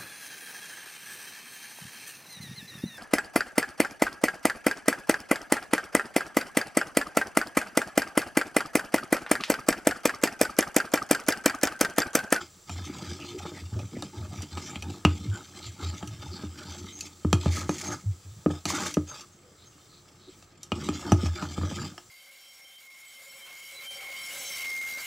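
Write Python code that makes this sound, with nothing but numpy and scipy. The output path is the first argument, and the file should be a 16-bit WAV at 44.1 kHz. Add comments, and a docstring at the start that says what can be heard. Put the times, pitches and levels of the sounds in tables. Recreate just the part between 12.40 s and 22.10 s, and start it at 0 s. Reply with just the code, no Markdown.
"""A wet squelch over faint room tone and hiss opens the scene: a metal spoon stirs thick batter in a plastic tub.
Filtered air-pocket tones gulp and squelch, clustered clicks crackle as foam, and a wandering tone heaves below.
Impulses with a dying chatter excite the tub's modes as knocks and clinks; dense grains scrape in two spells.
The stirring pauses and the hiss sinks before the last strokes. A short wash of the kitchen surrounds the tub."""
import sys
import numpy as np
from scipy import signal
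from scipy.fft import rfft, irfft
from scipy.io import wavfile
from scipy.ndimage import uniform_filter1d

SR = 44100
rng = np.random.default_rng(int(sys.argv[2]) if len(sys.argv) > 2 else 0)


def output_pcm(signal):
    """Save a mono or channel-first signal as 16-bit PCM at the path in sys.argv[1].

    Samples are clipped to [-1, 1] before scaling.
    """
    pcm = np.clip(np.atleast_2d(signal).T, -1, 1) * 32767
    wavfile.write(sys.argv[1], SR, np.round(pcm).astype(np.int16))


N = 427769
TIME = np.arange(N) / SR  # s

# Spectra, one curve per sound, relative because each result is scaled: frequency_hz, density_db (per Hz)
ROOM_SPECTRUM = [(15, -38), (25, 13.5), (43, -6), (75, -12.5), (98, -7.5), (182, -12.5), (288, -34.5),
                 (352, -14), (642, -22), (753, -22), (1020, -26.5), (1270, -15.5), (1400, -24.5),
                 (1610, -23.5), (3000, -32.5), (3900, -66), (6600, -120)]
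HISS_SPECTRUM = [(1760, -39), (3000, -10.5), (4440, -6), (5520, -6.5), (6000, 0), (6620, -8.5), (7460, 3.5),
                 (8280, -8), (9330, -11), (11400, -17), (13200, -19.5), (14900, -14.5), (16000, -9)]
SIDE_HISS_SPECTRUM = [(15, -39), (25, -12), (120, -3), (754, -2), (1260, -2.5), (5880, -12), (7920, -42),
                      (14800, -19), (16000, -48)]  # noise that differs between the two sides
SCRAPE_SPECTRUM = [(1060, -29), (1800, -4), (2120, 4), (2590, -6), (3410, -5), (3770, -9), (4210, -1.5),
                   (5590, -1.5), (6360, 2), (7420, 0), (8520, -10), (11100, -14), (12100, -24),
                   (15100, -16), (16000, -41)]
CRACKLE_SPECTRUM = [(1090, -23), (1850, -11.5), (2140, 2.5), (2460, -2), (2860, -3), (3100, 2), (3500, 0.5),
                    (4550, -32), (7700, -120)]
FIZZ_SPECTRUM = [(2060, -30), (3500, -2), (4160, -7), (4930, -3), (5460, -6.5), (5970, -4.5), (6650, -11),
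                 (7370, -3), (8910, -20.5), (10400, -9), (11300, -3.5), (12700, -13), (15100, -11),
                 (16000, -64)]
SQUELCH_SPECTRUM = [(270, -36.5), (460, 2), (511, -24.5), (603, -5), (682, -10), (851, 2.5), (939, -2),
                    (1070, -8), (1260, 6), (1380, -2.5), (1520, -1.5), (1820, -2), (2000, -58), (2600, -66),
                    (4400, -120)]
GULP_SPECTRUM = [(71, -35), (120, 8.5), (166, -9.5), (208, -7.5), (258, -0.5), (322, -3), (349, 14.5),
                 (395, -2.5), (460, -18), (520, -10.5), (680, -34), (1140, -120)]
# Slow course of the hiss, added to HISS_DB: time_s, relative_level_db
HISS_COURSE = [(0, 1.5), (6.8, 1.5), (7.0, -5.5), (7.45, -1.5), (7.85, -6.5), (7.98, 0), (8.18, -14),
               (8.4, 1), (9.7, 1.5)]

# Modes of tub and spoon, listed by part from floor to tick: frequency_hz, relative_level_db, t60_s
TUB_MODES = { "floor": [(85.2, -4.5, 0.24), (103, -6, 0.094)], "walls": [(142, -2.5, 0.14), (196, 8, 0.088),
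             (238, 1, 0.077)], "corner": [(261.4, -3.5, 0.095), (299, 0, 0.18), (356, -5.5, 0.24),
             (450, -4.5, 0.052)], "rim": [(546, -4.5, 0.054), (660, -15.5, 0.11), (857, -7, 0.066),
             (1130, 4, 0.0063), (1252, 5, 0.045), (1420, -8, 0.032), (1694, -10.5, 0.07)],
             "clack": [(2520, 0, 0.018), (2673, -4, 0.014), (2880, -3.5, 0.021), (3210, -2.5, 0.02)],
             "tick": [(3700, 0.5, 0.028), (4470, 5.5, 0.009), (5370, 0, 0.025), (5900, 6, 0.023),
             (6970, -10, 0.02), (7270, -3.5, 0.06)], }
# Dead thud of the contact in each part: centre_hz, width_hz, level_db (against the ring, before a trim), top_hz
THUD_BANDS = {"floor": (101.5, 44, -8, 152), "walls": (180, 88, 0.75, 550), "corner": (325, 278, 4.1, 770),
              "rim": (650, 890, 0.97, 1500), "clack": (2614, 1302, -7.5, 3800),
              "tick": (6000, 8994, -9.5, 14998)}
# How far the depth of a knock counts in each part; parts not listed ignore it: share (0 to 1)
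DEPTH_SHARES = {"floor": 1, "walls": 0.31, "corner": 0.11}

# The rubbed steel spoon sings at one mode: start_s, length_s, relative_level_db
SONG_GESTURES = [(4.52, 0.15, -45.5), (5.289, 0.059, -40), (5.45, .08, -38), (6.282, .2, -52),
                 (6.674, 0.043, -41.5), (6.92, 0.036, -62), (7.25, .05, -53.5)]
# The spoon's edge drags along the wall: start_s, length_s, relative_level_db
SCRAPE_GESTURES = [(5.02, 0.063, -44.5), (5.102, 0.12, -38), (5.296, 0.23, -41.5), (6.25, 0.24, -36.5)]
# Bare steel clinks on the tub: start_s, tick_level_db, clack_level_db (both before a common trim)
CLINK_EVENTS = [(1.6237, -44, -60), (2.021, -47, -64), (2.357, -65, -44.5), (2.4234, -50, -45.5),
                (2.65, -44.5, -30.5), (3.675, -50.5, -55), (4.608, -40, -49), (4.929, -37.5, -49),
                (5.293, -45.5, -50), (5.3975, -69, -72), (6.466, -42, -57), (6.4927, -58, -66),
                (6.541, -41, -48), (8.2318, -46.5, -63), (8.319, -58, -39.5), (8.488, -48, -45),
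                (8.72, -37.5, -49)]
# The spoon knocks on the tub: start_s, relative_level_db, contact_ms (sets the balance of the parts),
# depth_db (how strongly the floor is hit)
KNOCK_EVENTS = [(0.295, -41.5, 0.28, -23), (1.053, -36.5, 1.5, -30), (1.118, -39.5, 1.8, -34),
                (1.392, -46.5, 0.28, 1), (1.567, -36.5, 2.6, -5), (1.6235, -40, 0.52, -34),
                (2.173, -38.5, 0.39, -22), (2.357, -47, 0.28, 6), (2.4233, -49.5, 0.096, -14),
                (2.65, -21, .5, -1.5), (3.627, -41, 0.48, -5), (4.035, -37, 1.6, -2),
                (4.848, -27.5, 1.6, 1), (4.929, -24.5, 0.34, 2.5), (5.059, -31, 0.88, 8),
                (5.293, -24.5, 1.15, -23), (6.061, -18.5, 1.84, -18), (6.105, -34, 1.33, -7),
                (6.2548, -35, 0.087, -7.5), (6.57, -21, 1.8, -14), (8.025, -60.5, 0.15, -27),
                (8.319, -31, 0.55, -4.5), (8.488, -26.5, 1.28, -14), (8.7197, -21, 0.77, 2.5),
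                (8.832, -32.5, 3, 5), (8.859, -40.5, .3, -3), (9.025, -36.5, 0.58, -5),
                (9.179, -35.5, 1.2, 1), (9.213, -42.5, 0.84, 4.5), (9.233, -34, 1.19, -15),
                (9.312, -40, 0.97, -3), (9.579, -46, .25, -74)]
# The mass of batter rocks the tub's floor: start_s, length_s, pitch_hz (before wander), relative_level_db
HEAVE_GESTURES = [(0.296, 0.14, 87.3, -37.5), (0.666, 0.048, 88.2, -37), (0.772, 0.028, 88, -51),
                  (0.895, 0.047, 92.6, -50), (0.966, 0.075, 100.4, -44), (1.213, 0.055, 87.3, -37.5),
                  (1.318, 0.07, 102.7, -29.5), (1.4, 0.058, 101.3, -35), (1.763, 0.08, 98.9, -35),
                  (1.875, 0.03, 99.6, -37), (1.975, 0.028, 95.5, -32.5), (2.117, 0.065, 93.5, -38),
                  (2.402, 0.12, 98.9, -37.8), (2.774, 0.054, 97.2, -39), (2.867, 0.067, 101.4, -25.5),
                  (3.25, 0.05, 99, -38.5), (3.417, 0.08, 84.86, -32), (3.506, 0.035, 89.6, -41.4),
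                  (3.666, 0.069, 112.3, -38.5), (3.775, 0.03, 105, -40.5), (3.868, 0.045, 92, -38),
                  (4.049, 0.036, 89.2, -40.8), (4.271, 0.04, 87, -41), (4.4, 0.06, 90.5, -42.5),
                  (5.177, 0.1, 97, -37.5), (5.476, 0.067, 91, -43.5), (5.652, 0.06, 98.2, -24),
                  (5.846, 0.082, 98, -42), (5.952, 0.04, 109, -45), (6.282, 0.17, 95.4, -64),
                  (8.334, 0.089, 92.7, -52), (8.856, 0.065, 86, -29.5), (9.08, 0.056, 84.8, -46),
                  (9.199, 0.09, 90.6, -35.5), (9.35, 0.084, 98, -54)]
# Hollows open or close in the batter: middle_s, length_s, pitch_hz (at the middle), relative_level_db
SLURP_EVENTS = [(0.009, 0.025, 1320, -36), (0.493, 0.12, 2200, -51.5), (0.824, 0.076, 2700, -44.5),
                (0.96, 0.058, 363, -35.5), (1.179, 0.092, 2030, -47.5), (1.403, 0.094, 586, -45.5),
                (1.546, 0.066, 334, -45.5), (1.567, 0.035, 2030, -48), (1.81, 0.079, 202, -43),
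                (1.905, .05, 200, -45), (1.928, 0.056, 740, -48), (2.267, 0.09, 5740, -43),
                (2.364, 0.045, 2720, -50), (2.39, 0.042, 189.3, -48), (2.53, 0.056, 231, -55),
                (2.946, 0.073, 1450, -42.5), (3.254, 0.097, 4180, -47.5), (3.429, 0.092, 1302, -42),
                (3.43, 0.098, 334.4, -43), (3.48, 0.14, 4560, -47), (3.74, 0.072, 176, -46),
                (3.947, 0.085, 4600, -43.5), (4.21, .17, 1450, -51), (4.312, 0.11, 4600, -48.5),
                (5.67, 0.096, 162, -46), (5.98, 0.0493, 172, -50), (6.35, 0.066, 293, -33.5),
                (6.354, .09, 1300, -37), (6.715, 0.052, 1290, -45.5), (6.831, 0.05, 1250, -51),
                (7.093, 0.15, 486, -58), (7.226, 0.13, 3940, -58.5), (7.55, 0.16, 4150, -58),
                (7.871, 0.19, 4020, -58), (7.89, 0.071, 351, -49), (8.38, 0.044, 322, -51),
                (9.0, 0.11, 1400, -43)]
# Strokes through the batter: start_s, length_s, gulp_db, squelch_db, foam_db (relative levels)
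STIR_STROKES = [(0.0, 0.006, -40, -44, -41), (0.268, 0.24, -46, -50, -51), (0.517, 0.24, -44.5, -47, -48.5),
                (0.781, 0.15, -43.5, -50, -50), (0.973, 0.12, -46.5, -47.5, -50),
                (1.118, 0.089, -41, -51.5, -53.5), (1.315, 0.12, -41, -51, -72),
                (1.52, 0.14, -40.5, -55, -57.5), (1.723, .13, -48, -48.5, -59.5),
                (1.913, .12, -37.5, -46.5, -49), (2.108, 0.25, -44.5, -48.5, -49.5),
                (2.424, .14, -42.5, -51, -55), (2.67, 0.2, -39.5, -55, -51.5),
                (2.915, 0.087, -45.5, -48.5, -50.5), (3.14, 0.13, -49, -53, -49),
                (3.385, 0.11, -42, -48, -48), (3.508, 0.088, -47, -55, -52.5),
                (3.602, 0.068, -42, -47, -63), (3.81, 0.24, -46.5, -50, -53),
                (4.171, 0.33, -48, -53, -51.5), (4.56, .11, -52.5, -54.5, -50),
                (4.997, 0.21, -45, -48, -46.5), (5.14, 0.094, -38, -41.5, -55), (5.32, 0.22, -46, -48, -56),
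                (5.421, 0.12, -37, -38.5, -51), (6.087, 0.078, -48, -44, -49.5),
                (6.271, 0.2, -38, -36, -40), (6.667, .14, -57.5, -51, -48.5),
                (8.346, 0.23, -37.5, -45.5, -46.5), (8.586, 0.059, -44, -40, -48.5),
                (8.645, 0.066, -33, -38, -42.5), (8.769, 0.11, -41, -43.5, -47),
                (8.946, 0.11, -40, -40.5, -47.5), (9.083, 0.06, -64, -51, -49.5),
                (9.16, 0.15, -49, -47, -66), (9.35, 0.11, -38, -42.5, -46.5)]
# The batter goes on settling between strokes: time_s, relative_level_db
SETTLING_COURSE = [(0, -64), (0.25, -69), (0.35, -59.5), (4.4, -54.5), (4.75, -59.5), (5.6, -65),
                   (6.8, -66), (7.5, -65.5), (8.2, -64.5), (8.4, -58.5), (9.45, -44), (9.65, -71.5)]

ROOM_TONE_DB, HISS_DB = -57.5, -59.5
KITCHEN_T60_S, KITCHEN_DB = 0.18, -13.5
CUTOFF_HZ = 15700
SONG_ATTACK_S, SONG_T60_S = 0.014, 0.098
SCRAPE_ATTACK_S, SCRAPE_T60_S = 0.023, 0.28
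HEAVE_ATTACK_S, HEAVE_T60_S = 0.018, 0.1
STROKE_ATTACK_S, STROKE_T60_S = 0.016, 0.16
SLURP_WIDTH_SHARE, SLURP_SAG_SHARE = 0.2, 0.044  # of the hollow's pitch


def from_db(db):
    """Logarithmic levels: decibels become amplitude gain."""
    return 10 ** (np.asarray(db) / 20)


def rms_one(x):
    """Normalisation: scale to an rms of 1."""
    return x / np.sqrt(np.mean(x ** 2) + 1e-20)


def course(rows):
    """Linear interpolation: a two-column curve read at every sample."""
    s, values = np.transpose(rows)
    return np.interp(TIME, s, values)


def drift(rate):
    """Band-limited chance: random knots, rate per second, joined by lines; rms 1."""
    knots = np.arange(0, TIME[-1] + 1, 1 / rate)
    return rms_one(np.interp(TIME, knots, rng.standard_normal(len(knots))))


def stutter(depth_db, rate):
    """Stick and slip: a gain in uneven bursts, as something sticks and lets go; rms 1."""
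    wander = (drift(rate) + drift(rate * np.e)) / np.sqrt(2)
    return rms_one(from_db(depth_db * wander))


def steady(x, seconds):
    """Automatic gain: hold the level constant over stretches of this length, keeping the finer grain."""
    size = max(2, int(seconds * SR))
    power = uniform_filter1d(uniform_filter1d(x * x, size), size)
    return x / np.sqrt(np.abs(power) + 1e-6)


def swells(starts, lengths, levels_db, attack_s, t60_s):
    """Envelope: each gesture rises, holds and dies exponentially; overlapping gestures add in power."""
    power = np.zeros(N + SR)
    t = TIME[:SR]
    for s, length, db in zip(starts, lengths, levels_db):
        start = max(0, int(s * SR))
        decay_db = 60 * np.maximum(t - length, 0) / t60_s
        shape = np.minimum(t / attack_s, 1) * from_db(db - decay_db)
        power[start:start + SR] += shape ** 2
    return np.sqrt(power[:N])


def resonance(x, hz, width_hz):
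    """Damped oscillator: a two-pole band-pass with gain 1 on top."""
    r = np.exp(-np.pi * width_hz / SR)
    zeros = np.array([1, 0, -1]) * (1 - r * r) / 2
    poles = [1, -2 * r * np.cos(2 * np.pi * hz / SR), r * r]
    return signal.lfilter(zeros, poles, x + 1e-18)


def gliding(x, hz, width_hz):
    """Moving resonance: shift to zero, low-pass twice for steep flanks, shift back; rms 1."""
    turn = np.exp(2j * np.pi * np.cumsum(hz) / SR)
    r = np.exp(-np.pi * width_hz / SR)
    low = signal.lfilter([1 - r], [1, -2 * r, r * r], x / turn + 1e-18)
    return rms_one(np.real(turn * low))


def colour(x, spectrum, size=4096):
    """Minimum phase: a causal filter follows a spectrum and falls steeply outside it; rms 1."""
    hz, db = np.transpose(spectrum)
    octave = np.log2(np.arange(size // 2 + 1) * SR / size + 1)
    points = np.log2(hz)
    outside = np.abs(octave - np.clip(octave, points[0], points[-1]))
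    shape_db = np.interp(octave, points, db) - 40 * np.minimum(outside, 1)
    # Folding the cepstrum onto positive time makes the filter causal
    cepstrum = irfft(np.log(from_db(shape_db)))
    cepstrum[1:size // 2] *= 2
    cepstrum[size // 2 + 1:] = 0
    impulse = irfft(np.exp(rfft(cepstrum)))
    return rms_one(signal.fftconvolve(x, impulse)[:N])


def grains(per_s, spread_db):
    """Poisson-like impulses: clicks at random moments, many small and a few large."""
    sizes = from_db(spread_db * np.minimum(rng.exponential(1, N), 4))
    signs = rng.choice([-1, 1], N)
    return sizes * signs * (rng.random(N) < per_s / SR)


def cavities(x, low_hz, high_hz, depth_db, rate, count):
    """Cavity resonance: small hollows open and shut, each lifting its own band for a moment; rms 1."""
    centres = np.geomspace(low_hz, high_hz, count)
    total = 0
    for k, (hz, width) in enumerate(zip(centres, np.gradient(centres))):
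        gain = from_db(depth_db * drift(rate))
        total = total + (-1) ** k * gain * resonance(x, hz, width / 2)
    return rms_one(total)


def pockets(low_hz, high_hz, cycles, glide, spread_db, count):
    """Bubble resonance: air pockets ring a few cycles, the pitch sliding as the shape changes; rms 1."""
    out = np.zeros(N + SR)
    for when, pitch, size, slide in rng.random((count, 4)):
        hz = low_hz * (high_hz / low_hz) ** pitch
        age = np.linspace(0, 1, int(cycles / hz * SR))
        phase = 2 * np.pi * cycles * (age + glide * (2 * slide - .5) * age ** 2)
        level = from_db(-spread_db * np.log(size + .02) - 60 * age)
        start = int(when * N)
        out[start:start + len(age)] += level * np.sin(phase)
    return rms_one(out[:N])


def ring(part, t, strengths_db):
    """Modal decay: the modes of one part after a blow; neighbours start in opposite directions."""
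    total = 0
    for k, (hz, db, t60) in enumerate(TUB_MODES[part]):
        level = from_db(db + strengths_db[k] - 60 * t / t60)
        total = total + (-1) ** k * level * np.sin(2 * np.pi * hz * t)
    return total


def through_tub(x, part):
    """Convolution: a force sets one part of the tub ringing; rms 1."""
    response = ring(part, TIME[:SR // 2], np.zeros(len(TUB_MODES[part])))
    return rms_one(signal.fftconvolve(x, response)[:N])


def contact(chatter_db, chatter_s):
    """Impulsive contact: a one-sample push, then an exponentially dying chatter of small touches."""
    t = TIME[:SR // 4]
    touches = rng.standard_normal(len(t)) * (rng.random(len(t)) < .05)
    force = from_db(chatter_db) * touches * np.exp(-t / chatter_s)
    force[0] = 1
    return force


def blow(force, part, vary_db, dead_db):
    """Forced vibration: one part's dead thud and ring, with the energy of 50 ms at rms 1."""
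    t = TIME[:len(force)]
    hz, width_hz, thud_db, top_hz = THUD_BANDS[part]
    thud = resonance(resonance(force, hz, width_hz), hz, width_hz)
    response = ring(part, t, vary_db * rng.standard_normal(len(TUB_MODES[part])))
    rung = signal.fftconvolve(force, response)[:len(t)]
    both = rms_one(rung) + from_db(thud_db + dead_db) * rms_one(thud)
    soften = signal.butter(3, min(top_hz, .45 * SR), fs=SR, output="sos")
    return np.sqrt(.05 / t[-1]) * rms_one(signal.sosfilt(soften, both))


def stirring(voice, settling_db):
    """Level of one voice of the batter: it swells with each stroke and murmurs on as the batter settles."""
    rows = np.transpose(STIR_STROKES)
    levels_db = rows[2 + ("gulp", "squelch", "foam").index(voice)]
    stroke = swells(rows[0], rows[1], levels_db, STROKE_ATTACK_S, STROKE_T60_S)
    return np.hypot(stroke, from_db(course(SETTLING_COURSE) + settling_db))


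def background():
    """Stationary noise: the still room, and a thin hiss that sinks in the pause."""
    room = from_db(ROOM_TONE_DB) * colour(rng.standard_normal(N), ROOM_SPECTRUM)
    hiss_level = from_db(HISS_DB + course(HISS_COURSE))
    return room + hiss_level * colour(rng.standard_normal(N), HISS_SPECTRUM)


def kitchen(x, wall_cut_hz):
    """Reverberation: decaying, low-passed noise stands for the short wash from the walls."""
    t = TIME[:SR // 2]
    decay = from_db(-60 * t / KITCHEN_T60_S)
    tail = rng.standard_normal(len(t)) * decay * (t > .006)  # reflections start after 6 ms
    low_pass = signal.butter(1, min(wall_cut_hz, SR / 3), fs=SR, output="sos")
    tail = signal.sosfilt(low_pass, tail)
    return signal.fftconvolve(x, tail / np.sqrt(np.sum(tail ** 2)))[:N]


def spoon_song(hz, width_hz, level_db):
    """Sustained excitation: rubbing keeps one narrow mode of the steel sounding."""
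    level = from_db(level_db) * swells(*np.transpose(SONG_GESTURES), SONG_ATTACK_S, SONG_T60_S)
    return level * gliding(rng.standard_normal(N), np.full(N, hz), width_hz)


def scrape(level_db, ring_db):
    """Stick-slip friction: the edge slips thousands of times a second on the plastic, in gritty clusters."""
    slips = grains(per_s=4500 * from_db(4 * drift(160)), spread_db=3.4)
    rasp = colour(slips, SCRAPE_SPECTRUM) + from_db(ring_db) * through_tub(slips, "clack")
    level = swells(*np.transpose(SCRAPE_GESTURES), SCRAPE_ATTACK_S, SCRAPE_T60_S)
    return from_db(level_db) * level * steady(rasp, seconds=0.12)


def clinks(level_db, dead_db, vary_db, chatter_db, chatter_s):
    """Hard impact: bare steel grazes the tub and rings only in the highest modes."""
    out = np.zeros(N + SR)
    for s, tick_db, clack_db in CLINK_EVENTS:
        force, start = contact(chatter_db, chatter_s), int(s * SR)
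        tick = from_db(tick_db) * blow(force, "tick", vary_db, dead_db)
        clack = from_db(clack_db) * blow(force, "clack", vary_db, dead_db)
        out[start:start + len(force)] += from_db(level_db) * (tick + clack)
    return out[:N]


def knocks(part_db, vary_db, chatter_db, chatter_s, firm_db, softening, steepness, dead_db):
    """Impact spectrum: long contact leaves the high parts still; a gentle, cushioned blow chatters more."""
    out = np.zeros(N + SR)
    for s, db, contact_ms, depth_db in KNOCK_EVENTS:
        gentleness_db = np.clip(firm_db - db, 0, 18)
        force = contact(chatter_db + softening * gentleness_db, chatter_s)
        start = int(s * SR)
        for part, trim_db in zip(TUB_MODES, part_db):
            mean_hz = np.mean([hz for hz, _, _ in TUB_MODES[part]])
            cycles = contact_ms / 1000 * mean_hz  # of the part's vibration within the contact
            level = from_db(db + trim_db + DEPTH_SHARES.get(part, 0) * depth_db)
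            gain = level / np.sqrt(1 + cycles ** steepness)
            out[start:start + len(force)] += gain * blow(force, part, vary_db, dead_db)
    return out[:N]


def heave(level_db, ring_db, wander_hz, stir_db):
    """Mass on a spring: the loaded floor swings at a wandering pitch; uneven tugs add its lowest modes."""
    s, length, hz, db = np.transpose(HEAVE_GESTURES)
    pitch_hz = np.interp(TIME, s + length / 2, hz) + wander_hz * drift(25)
    swing = np.sqrt(2) * np.sin(2 * np.pi * np.cumsum(pitch_hz) / SR)
    tugs = through_tub(grains(per_s=620, spread_db=5.5), "floor")
    tugged = rms_one(resonance(tugs, hz=96, width_hz=100))
    push = swells(s, length, db + level_db, HEAVE_ATTACK_S, HEAVE_T60_S)
    level = np.hypot(push, from_db(stir_db) * stirring("gulp", settling_db=9))
    return level * steady(swing + from_db(ring_db) * tugged, seconds=0.02)


def foam(crackle_db, fizz_db):
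    """Film rupture: bubble films snap in clusters, coloured by the changing cavities around them."""
    level = stirring("foam", settling_db=-2.0) * stutter(depth_db=2.0, rate=18)
    snaps = rms_one(grains(per_s=2600 * from_db(5 * drift(90)), spread_db=3.8))
    crackle = cavities(snaps, low_hz=1898, high_hz=3435, depth_db=2.5, rate=26, count=7)
    crackle = steady(colour(crackle, CRACKLE_SPECTRUM), seconds=0.42)
    fizz = cavities(snaps, low_hz=3604, high_hz=8280, depth_db=4, rate=22, count=13)
    fizz = steady(colour(fizz + from_db(-11) * snaps, FIZZ_SPECTRUM), seconds=0.076)
    return level * (from_db(crackle_db) * crackle + from_db(fizz_db) * fizz)


def slurps(level_db, snaps_per_s):
    """Cavity resonance: tearing batter excites a hollow whose pitch sags as it swells and closes."""
    out = np.zeros(N + SR)
    for s, length, hz, db in SLURP_EVENTS:
        n, start = int(length * SR), max(0, int((s - length / 2) * SR))
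        snaps = rng.standard_normal(n) * (rng.random(n) < snaps_per_s / SR)
        pitch_hz = hz * (1 + SLURP_SAG_SHARE * np.linspace(.5, -.5, n))
        hollow = gliding(snaps, pitch_hz, SLURP_WIDTH_SHARE * hz)
        opening = np.sin(np.linspace(0, np.pi, n))
        out[start:start + n] += from_db(db + level_db) * opening * hollow
    return out[:N]


def folding(gulp_db, squelch_db, walls_db, corner_db, rim_db):
    """Bubble size sets pitch: large pockets gulp, small ones squelch, and sticky tugs make the tub ring."""
    gulp_level = stirring("gulp", settling_db=2.5) * stutter(depth_db=2.75, rate=22)
    squelch_level = stirring("squelch", settling_db=-3) * stutter(depth_db=3.1, rate=34)

    tugs = grains(per_s=320, spread_db=4.5)
    large = pockets(low_hz=130, high_hz=480, cycles=16, glide=.2, spread_db=4, count=900)
    gulps = colour(large, GULP_SPECTRUM)
    gulps = gulps + from_db(walls_db) * through_tub(tugs, "walls")
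    gulps = gulps + from_db(corner_db) * through_tub(tugs, "corner")

    small = pockets(low_hz=509, high_hz=2170, cycles=17.5, glide=0.062, spread_db=5.5, count=9000)
    small = cavities(small, low_hz=481.6, high_hz=1843, depth_db=3.0, rate=22, count=12)
    squelch = colour(small, SQUELCH_SPECTRUM)
    squelch = squelch + from_db(rim_db) * through_tub(grains(per_s=550, spread_db=9.5), "rim")

    return (from_db(gulp_db) * gulp_level * steady(gulps, seconds=0.061)
            + from_db(squelch_db) * squelch_level * steady(squelch, seconds=0.02))


def scene():
    """Superposition: the tub sits straight ahead; only a trace of room and hiss differs between the sides."""
    rubbing = scrape(level_db=-0.8, ring_db=-24) + spoon_song(hz=6410, width_hz=160, level_db=-3.0)
    # part_db follows the order of the parts, floor to tick
    struck = (clinks(level_db=-0.6, dead_db=4, vary_db=6, chatter_db=-7.5, chatter_s=0.005)
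              + knocks(part_db=(1, 0.0, -2.0, -3.5, -7.5, -1.5), vary_db=4, chatter_db=-22,
                       chatter_s=0.0063, firm_db=-20.0, softening=0.77, steepness=4.37, dead_db=2.0))
    heaving = heave(level_db=0.5, ring_db=-3.5, wander_hz=6.3, stir_db=-9.5)
    wet = (foam(crackle_db=-3.5, fizz_db=0.32)
           + slurps(level_db=-2.0, snaps_per_s=5100)
           + folding(gulp_db=-1.0, squelch_db=-2.0, walls_db=2.0, corner_db=-1.0, rim_db=-3.5))
    tub = (struck + heaving
           + wet * stutter(depth_db=0.27, rate=45)
           + rubbing * stutter(depth_db=3.0, rate=36))
    mid = tub + from_db(KITCHEN_DB) * kitchen(tub, wall_cut_hz=20700) + background()
    side = from_db(-53) * kitchen(tub, wall_cut_hz=670)
    side = signal.sosfilt(signal.butter(3, 330, "high", fs=SR, output="sos"), side)
    side = side + from_db(-69.5) * colour(rng.standard_normal(N), SIDE_HISS_SPECTRUM)
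    return np.array([mid + side, mid - side])


def record(dry):
    """Band limiting: the microphone sheds the lowest rumble and the top is cut steeply."""
    thinned = signal.sosfilt(signal.butter(3, 54, "high", fs=SR, output="sos"), dry)
    return signal.sosfilt(signal.ellip(10, .1, 80, CUTOFF_HZ, fs=SR, output="sos"), thinned)


dry = scene()
out = record(dry)
output_pcm(out)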